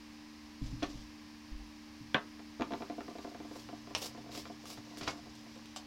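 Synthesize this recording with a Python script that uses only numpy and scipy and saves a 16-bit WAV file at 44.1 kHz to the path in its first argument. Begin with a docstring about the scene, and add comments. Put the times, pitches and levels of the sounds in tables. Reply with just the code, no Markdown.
"""A faint hum and hiss are heard first, then a dull bump of a table in a small quiet room, close by.
Something hard is set down; a deck of cards is knocked square in soft taps; then packets slap, slide and flick.
Bumps, knocks and the hard blow are impulses that ring decaying modes; card contacts are short noisy rattles.
Sliding is a dense train of random slips under swelling envelopes. The hum and a far motor's drone are sines,
and the moving air is filtered noise."""
import sys
import numpy as np
from scipy import signal
from scipy.fft import rfft, irfft
from scipy.io import wavfile

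SR = 44100
rng = np.random.default_rng(int(sys.argv[2]) if len(sys.argv) > 2 else 0)


def to_wav(sig):
    """Store sig (one row per channel, or 1-D mono) as 16-bit WAV at the path in sys.argv[1].

    Samples outside -1..1 are clipped; the rate is SR.
    """
    pcm = np.clip(np.atleast_2d(sig), -1, 1) * 32767
    pcm = np.round(pcm).astype(np.int16)
    wavfile.write(sys.argv[1], SR, pcm.T)  # frames by channels


N = 258543
TIME = np.arange(N) / SR   # seconds


def from_db(db):
    """Amplitude gain is ten to the power of the level in decibels over twenty."""
    return 10 ** (np.asarray(db) / 20)


def rms_one(x):
    """Dividing by the root of the mean power brings a sound to an rms of one."""
    return x / np.sqrt(np.mean(x ** 2) + 1e-20)


def at_hz(points, hz):
    """Pitch is logarithmic, so a table is interpolated along log frequency."""
    table_hz, value = np.transpose(points)
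    return np.interp(np.log(np.maximum(hz, 1)), np.log(table_hz), value)


def drift(rate):
    """Slow random modulation: normal values, `rate` of them per second, joined by straight lines."""
    return np.interp(TIME * rate, np.arange(N // 10), rng.standard_normal(N // 10))


def through(x, response):
    """A linear system's output is its input convolved with its impulse response."""
    return signal.fftconvolve(x, response)[:N]


def colour(x, spectrum, size=8192):
    """Minimum-phase filtering: folding the cepstrum makes a causal, unit-energy response of given spectrum."""
    level_db = at_hz(spectrum, np.linspace(0, SR / 2, size // 2 + 1))
    cepstrum = irfft(np.log(from_db(level_db)))
    cepstrum[1:size // 2] *= 2
    cepstrum[size // 2 + 1:] = 0
    response = irfft(np.exp(rfft(cepstrum)))
    return through(x, response / np.linalg.norm(response))


def clicks(times, db):
    """Impulsive excitation: each contact is a single sample."""
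    out = np.zeros(N)
    out[np.round(np.asarray(times) * SR).astype(int)] = from_db(db)
    return out


def ring(x, hz, t60):
    """Damped resonance: a unit click starts a sine of height one that falls 60 dB in t60 seconds."""
    radius, angle = from_db(-60 / (t60 * SR)), 2 * np.pi * hz / SR
    return signal.lfilter([0, np.sin(angle)], [1, -2 * radius * np.cos(angle), radius ** 2], x + 1e-18)


def contact(s, db, settle_s, rattle, size=6000):
    """Repeated collision: a first touch, then tiny impacts that fall 60 dB in settle_s as the parts settle."""
    after = rng.standard_normal(size) * np.exp(-np.log(1000) * np.arange(size) / SR / settle_s)
    after *= rattle / np.linalg.norm(after)
    after[0] = 1   # the first touch
    out, start = np.zeros(N + size), round(s * SR)
    out[start:start + size] = from_db(db) * after
    return out[:N]


def room(x, wet_db, gap_s=0.001067, size=16000):
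    """Reverberation: dense reflections from table and near walls decay at a rate set by frequency."""
    # Reverberation time. Each row: frequency in Hz, time to fall 60 dB in seconds.
    decay_times = [(100, 0.66), (400, 0.18), (1500, 0.19), (4000, 0.12), (12000, 0.13)]
    t, tail = np.arange(size) / SR, 0
    edges = np.geomspace(60, 19000, 11)   # Hz
    for low, high in zip(edges, edges[1:]):
        band_pass = signal.butter(2, [low, high], "band", fs=SR, output="sos")
        band = signal.sosfilt(band_pass, rng.standard_normal(size))
        t60 = at_hz(decay_times, np.sqrt(low * high))
        band = band * np.exp(-np.log(1000) * t / t60) * (t > gap_s)
        # energy in proportion to bandwidth
        tail = tail + band / np.linalg.norm(band) * np.sqrt(2 * (high - low) / SR)
    return x + from_db(wet_db) * through(x, tail)


def background(waver_db=0.65, hiss_db=-58.5, rumble_db=-62.5):
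    """Tones and broadband noise: a motor's gently wavering hum, with the rumble and hiss of moving air."""
    # Hum tones. Each row: frequency in Hz, rms level in dB about which it wavers.
    hum_tones = [(75.2, -75.5), (225.6, -57), (300.7, -56)]
    # Spectrum of the steady hiss. Each row: frequency in Hz, relative level in dB.
    hiss_colour = [(220, -53), (380, -5.5), (511, -9), (579, -4.5), (698, -8.5), (791, -2), (868, -4),
                   (1010, 0), (1470, -10), (1620, -4), (2710, -5.5), (3420, -9.5), (5130, -5),
                   (7940, -21.5), (15800, -28.5)]
    # Spectrum of the rumble. Each row: frequency in Hz, relative level in dB.
    rumble_colour = [(15, -16), (40, -13.5), (72, -1.5), (100, -8.5), (130, -16.5), (200, -8), (330, -15.5),
                     (450, -23.5), (1000, -76.5)]
    hum = 0
    for hz, db in hum_tones:
        gain = np.sqrt(2) * from_db(db + waver_db * drift(5.3))
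        phase = 2 * np.pi * (hz * TIME + rng.random()) + 0.27 * drift(0.83)
        hum = hum + gain * np.sin(phase)
    hiss = from_db(hiss_db) * colour(rng.standard_normal(N), hiss_colour)
    rumble = from_db(rumble_db) * colour(rng.standard_normal(N), rumble_colour)
    return hum + hiss + rumble


def drone():
    """Transmission loss: one low tone is all that passes the walls; its phase integrates the motor's speed."""
    # A far motor speeding up and easing off. Each row: time in seconds, frequency in Hz, rms level in dB.
    motor = [(3.1, 112, -85), (3.45, 116, -66), (3.8, 120, -63), (4.3, 126, -60), (4.8, 127, -70.5),
             (5.301, 124, -64), (5.86, 116, -71)]
    s, hz, db = np.transpose(motor)
    turns = np.cumsum(np.interp(TIME, s, hz)) / SR
    return np.sqrt(2) * from_db(np.interp(TIME, s, db)) * np.sin(2 * np.pi * turns)


def bumps(softness_hz=220, rock_s=0.048, rock_boom_db=-2.5, rock_thud_db=-19.5):
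    """Modal excitation: the table sways at its lowest modes and rocks back once; firm bumps wake its top."""
    # Dull bumps. Each row: start in seconds, strength of the boom in dB, strength of the thud in dB.
    bump_rows = [(.615, -35.5, -32), (0.724, -46.5, -34), (0.823, -45, -50), (0.945, -44.5, -41.5),
                 (1.516, -37.5, -60), (2.005, -63, -43), (4.774, -68, -45.5), (5.013, -58, -42)]
    s, boom_db, thud_db = np.transpose(bump_rows)
    soft = signal.butter(2, softness_hz, fs=SR, output="sos")   # an arm gives way as it lands
    boom = signal.sosfilt(soft, clicks(s, boom_db) + clicks(s + rock_s, boom_db + rock_boom_db))
    thud = signal.sosfilt(soft, clicks(s, thud_db) + clicks(s + rock_s, thud_db + rock_thud_db))

    sway = ring(boom, hz=48, t60=0.42)
    sway += from_db(-2) * ring(boom, hz=28, t60=0.28)
    sway -= from_db(-6) * ring(boom, hz=60.6, t60=0.12)

    top = ring(thud, hz=115.5, t60=0.15)
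    top -= from_db(1) * ring(thud, hz=151, t60=0.071)
    top += from_db(4.5) * ring(thud, hz=279, t60=0.075)
    return room(from_db(-1.5) * sway + from_db(-3.0) * top, wet_db=-4.5)


def clack(contact_hz=4500):
    """Hard impact: a brief blow, low-passed by its contact time, cracks, chatters and leaves modes ringing."""
    # A hard thing nudged, then set down. Each row: start in seconds, strength of the blow in dB.
    blows = [(0.8353, -27.5), (2.1446, -10.5)]
    # Its ring. Each row: frequency in Hz, relative level in dB, time to fall 60 dB in seconds.
    modes = [(137, -20.5, 0.11), (214, -23.5, 0.22), (291.5, -12, 0.066), (526, -16.5, 0.057),
             (566, -18, 0.059), (749, -16.5, 0.11), (904, -26.5, 0.2), (1130, -16.5, 0.099),
             (1276, -28.5, 0.3), (1474, -12.5, 0.05), (1624, -33, 0.09), (1783, -17.5, 0.12),
             (2010, -27, 0.17), (2270, -19, 0.073), (2365, -15, 0.031), (2546, -22.5, 0.092),
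             (1870, -32, 0.0062), (3330, -0.5, 0.0084)]
    # Spectrum of the crack. Each row: frequency in Hz, relative level in dB.
    crack_colour = [(100, -17), (250, -3), (520, 0), (800, -0.5), (1300, 2.5), (2400, -5), (3500, -5),
                    (4050, -9), (4600, -21), (7500, -36), (10000, -61), (16000, -48)]
    soft = signal.butter(2, contact_hz, fs=SR, output="sos")
    blow = signal.sosfilt(soft, clicks(*np.transpose(blows)))
    body = 0
    for k, (hz, db, t60) in enumerate(modes):
        body = body + (-1) ** k * ring(blow * from_db(db), hz, t60)   # successive modes alternate in sign
    chatter = sum(contact(s, db, settle_s=0.022, rattle=1.0) for s, db in blows)
    crack = colour(chatter, crack_colour)
    return from_db(-2.5) * body + room(from_db(5.0) * crack, wet_db=0.0)


def swell(s, rise_s, fall_s, roundness=1):
    """Exponential envelope: it grows to one at time s and dies away; roundness 1 is a peak, 2 a bell."""
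    away = np.where(TIME < s, (s - TIME) / rise_s, (TIME - s) / fall_s)
    return np.exp(-np.minimum(away ** roundness, 20))


def friction(release_share=0.97, roundness=1.8, grip_sheen_db=-11):
    """Incoherent addition: strokes and the faint shifting of the held deck sum as powers, in rub and sheen."""
    # Strokes of card over card. Each row: time of full speed in seconds, relative friction level in dB,
    # swell time in seconds, sheen (top hiss of a light, quick stroke) against the friction in dB.
    strokes = [(.665, -60.5, 0.044, -18), (.9, -62, 0.17, -14), (2.8, -65.5, .15, -6.5),
               (3.2, -65.5, 0.22, -6), (3.6, -62, .1, -5), (3.981, -54, 0.019, 1),
               (4.037, -44.5, 0.039, -4.5), (4.381, -52.5, 0.048, -5.5), (4.706, -55.5, 0.052, -3.5),
               (4.981, -48, 0.0069, -2.5), (5.08, -57.5, 0.096, -17), (5.36, -67, 0.07, -14),
               (5.565, -61.5, .06, -19), (5.771, -47, 0.0072, -13)]
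    # The deck shifting in the hand. Each row: time in seconds, relative friction level in dB.
    grip_levels = [(3, -80), (3.9, -69), (4.3, -67), (5.4, -70), (5.86, -73)]
    rubs = []
    for s, db, swell_s, sheen_db in strokes:
        stroke = from_db(db) * swell(s, swell_s, release_share * swell_s, roundness)
        rubs.append((stroke, sheen_db))
    grip = from_db(np.interp(TIME, *np.transpose(grip_levels))) * (TIME > grip_levels[0][0])
    rubs.append((grip, grip_sheen_db))
    rub_gain = np.sqrt(sum(rub ** 2 for rub, _ in rubs))
    sheen_gain = np.sqrt(sum((rub * from_db(sheen_db)) ** 2 for rub, sheen_db in rubs))
    return rub_gain, sheen_gain


def sliding(rub_gain, sheen_gain, grains_per_s=5000, size_db=2.5, unsteady_db=4):
    """Stick-slip friction: card faces catch and let go in dense tiny slips of random size and sign."""
    # Spectrum of the rubbing. Each row: frequency in Hz, relative level in dB.
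    rub_colour = [(200, -4.5), (700, 2), (1600, -13), (2600, -5.5), (3700, -1.5), (5500, 0.5), (7000, -7.5),
                  (8800, -11.5), (12000, -18.5), (16000, -31)]
    sheen_colour = [(4000, -36.5), (8000, 1), (12000, -5.5), (15000, -11), (17000, -5)]   # (Hz, dB)
    slips = (rng.random(N) < grains_per_s / SR) * rng.choice([-1, 1], N)
    slips = slips * from_db(size_db * np.minimum(rng.exponential(1, N), 5))
    slips = rms_one(slips) * from_db(unsteady_db * drift(90))
    rub = colour(slips * rub_gain, rub_colour)
    sheen = colour(slips * sheen_gain, sheen_colour)
    return room(from_db(0.5) * (rub + sheen), wet_db=-1.5)


def flicks(rub_gain, catches_per_s=40, catch_db=1):
    """Sudden release: single edges snap off the pack; smaller ones catch by chance while cards slide."""
    # Card edges flicking free. Each row: start in seconds, strength of the first touch in dB.
    flick_rows = [(3.950, -25), (4.020, -33), (4.059, -28), (4.318, -36.5), (4.351, -30.5), (4.376, -25.5),
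                  (4.656, -33), (4.702, -33), (4.9722, -34), (5.353, -38.5), (5.657, -38.5), (5.762, -25)]
    # Spectrum of a flicked edge. Each row: frequency in Hz, relative level in dB.
    flick_colour = [(200, -11), (700, -3.5), (1150, 3), (1700, -10), (2600, -4.5), (3700, 0.5), (5500, -4),
                    (7000, -6), (8800, -12), (12000, -17.5), (16000, -31)]
    snaps = sum(contact(s, db, settle_s=0.012, rattle=2.16) for s, db in flick_rows)
    catches = (rng.random(N) < catches_per_s / SR) * rub_gain * from_db(catch_db)
    return room(from_db(-1.5) * colour(snaps + catches, flick_colour), wet_db=-1.5)


def slaps(brush_db=2.5):
    """Successive impact: a brushing grows up to the moment of landing, then many small contacts settle."""
    # At 0.83 s, part of a rounded knock of something set down; the later rows are packets landing.
    # Each row: start in seconds, strength of the first touch in dB,
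    # growth time of the brushing in seconds, time for the settling to fall 60 dB in seconds.
    slap_rows = [(.830, -30, .002, .006), (3.9501, -25, 0.000074, 0.012), (5.012, -34.5, 0.00071, 0.012),
                 (5.032, -38.5, 0.0064, 0.06), (5.080, -25.5, 0.0076, 0.034)]
    # Spectrum of a slap. Each row: frequency in Hz, relative level in dB.
    slap_colour = [(80, -2), (160, -1), (280, -14), (400, -10), (590, 5), (850, -4), (1130, 3),
                   (1600, -8.5), (2000, -3.5), (2500, -2), (3300, -1.5), (4400, -6), (5600, -5),
                   (8500, -25), (16000, -39)]
    landing = 0
    for s, db, brush_s, settle_s in slap_rows:
        brush = rng.standard_normal(N) * swell(s, brush_s, brush_s) * (TIME < s)
        brush = from_db(db + brush_db) * brush / np.linalg.norm(brush)
        landing = landing + brush + contact(s, db, settle_s, rattle=1.74)
    return room(from_db(7.5) * colour(landing, slap_colour), wet_db=2.0)


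def knocks(even_edge_db=-7.5, fidgets_per_s=15, fidget_db=-52.5, size=60):
    """Impact and rebound: one of two contacts may click more crisply; gives (s, knock dB, edge click dB)."""
    # At 0.8236 s, part of the rounded knock of something set down, its two contacts heard as one.
    # The later rows are double knocks: the deck touches the table and rebounds.
    # Each row: start in seconds, first contact in dB, gap in seconds, second contact against the first in dB,
    # crispness in dB (+ the second contact clicks more, - the first).
    tap_rows = [(0.8236, -34, 0.0033, 2.5, -0.5), (2.598, -34, 0.012, 4.5, 4), (2.707, -36, .0144, 2, 4),
                (2.804, -37, 0.018, -0.5, 8.5), (2.8991, -37.5, 0.024, -6.5, -4.5),
                (2.982, -38.5, .025, -2.5, 8), (3.081, -37.5, 0.029, -8.5, 0), (3.154, -42.5, 0.031, 1, 7),
                (3.2462, -37.5, 0.026, -6.5, 0), (3.313, -48, 0.034, 8, 3.5), (3.402, -40, 0.046, -7, 0),
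                (3.512, -43, .044, 2, -5), (3.689, -42.5, .039, 2, -6.5), (3.872, -45, .035, 2, -5),
                (4.148, -45, 0.027, -.5, -1), (4.262, -48.5, 0.029, 4, -2), (4.3488, -52.5, 0.025, 9, -11),
                (4.455, -50.5, .044, 4, -15), (4.775, -47, 0.029, -16, -11), (4.972, -47.5, 0.036, 3.5, -8)]
    # Further single knocks of the deck, two of them closing a run of three.
    # Each row: start in seconds, knock in dB, edge click in dB.
    single_knocks = [(2.394, -51, -50), (2.6214, -38.5, -30), (2.736, -32.5, -34.5), (5.077, -38.5, -29.5)]
    blows = list(single_knocks)
    for s, db, gap_s, second_db, crisp_db in tap_rows:
        blows.append((s, db, db + even_edge_db - crisp_db))
        blows.append((s + gap_s, db + second_db, db + second_db + even_edge_db + crisp_db))
    # fingers touch the deck lightly at random times while the cards are handled
    fidget_start_s, fidget_end_s = 3.95, 5.6
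    touches = fidget_start_s + np.cumsum(rng.exponential(1 / fidgets_per_s, size))
    blows += [(s, fidget_db, fidget_db + even_edge_db) for s in touches if s < fidget_end_s]
    return blows


def taps(spread_db=2.5, dulling=0.18, middling_db=-38, hand_damping=0.84):
    """Modal ringing: each knock excites the modes in its own balance, and edges add a dry click."""
    # What a knock rings. Each row: frequency in Hz, relative level in dB,
    # time to fall 60 dB in seconds before the hand damps it.
    modes = [(125, -22.5, 0.11), (188, -13.5, 0.078), (247.4, -5, 0.1), (287.4, -1, 0.097),
             (345, -9, 0.053), (395, -11, 0.14), (509.6, -7.5, 0.11), (570, -16, 0.13), (684, -4, 0.055),
             (754, -8, 0.04), (891, -17.5, 0.067), (1024, -13, 0.057), (1166, -21, 0.17), (1497, -23, .05)]
    # Spectrum of the edge click. Each row: frequency in Hz, relative level in dB.
    edge_colour = [(200, -5), (1200, 6), (1700, 0.5), (2300, -1.5), (3100, -8), (3900, -4.5), (4800, -17.5),
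                   (6500, -18.5), (9000, -47), (16000, -36)]
    s, knock_db, edge_db = np.transpose(knocks())
    # dB per octave: a heavy blow stays in contact longer, a light one sounds thin
    slope_db = -dulling * (knock_db - middling_db)
    body = 0
    for k, (hz, db, t60) in enumerate(modes):
        chance_db = spread_db * rng.standard_normal(len(s))
        blow = clicks(s, knock_db + db + slope_db * np.log2(hz / 450) + chance_db)
        body = body + (-1) ** k * ring(blow, hz, t60 * hand_damping)
    edges = sum(contact(at, db, settle_s=0.015, rattle=0.78) for at, db in zip(s, edge_db))
    click = colour(edges, edge_colour)
    return room(from_db(2) * body, wet_db=-5) + room(from_db(15.5) * click, wet_db=-2)


def scene():
    """Superposition: all sources add, and reach both channels alike."""
    rub_gain, sheen_gain = friction()
    surroundings = background() + drone()
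    table = bumps() + clack()
    handling = sliding(rub_gain, sheen_gain) + flicks(rub_gain) + slaps() + taps()
    mono = surroundings + table + handling
    return np.array([mono, mono])


def record(dry, hiss_db=-77.0, cutoff_hz=15850):
    """Antiphase noise and band limiting: a faint hiss of opposite sign in each channel, and a cut top."""
    hiss_colour = [(2000, -17), (4500, -43), (6000, -12.5), (8000, -1.5),
                   (12000, -4.0), (16000, -1.5), (20000, -24)]   # (Hz, dB)
    hiss = from_db(hiss_db) * colour(rng.standard_normal(N), hiss_colour)
    noisy = dry + np.array([hiss, -hiss])
    low_pass = signal.ellip(12, .1, 80, cutoff_hz, fs=SR, output="sos")
    return signal.sosfilt(low_pass, noisy)


dry = scene()
out = record(dry)
to_wav(out)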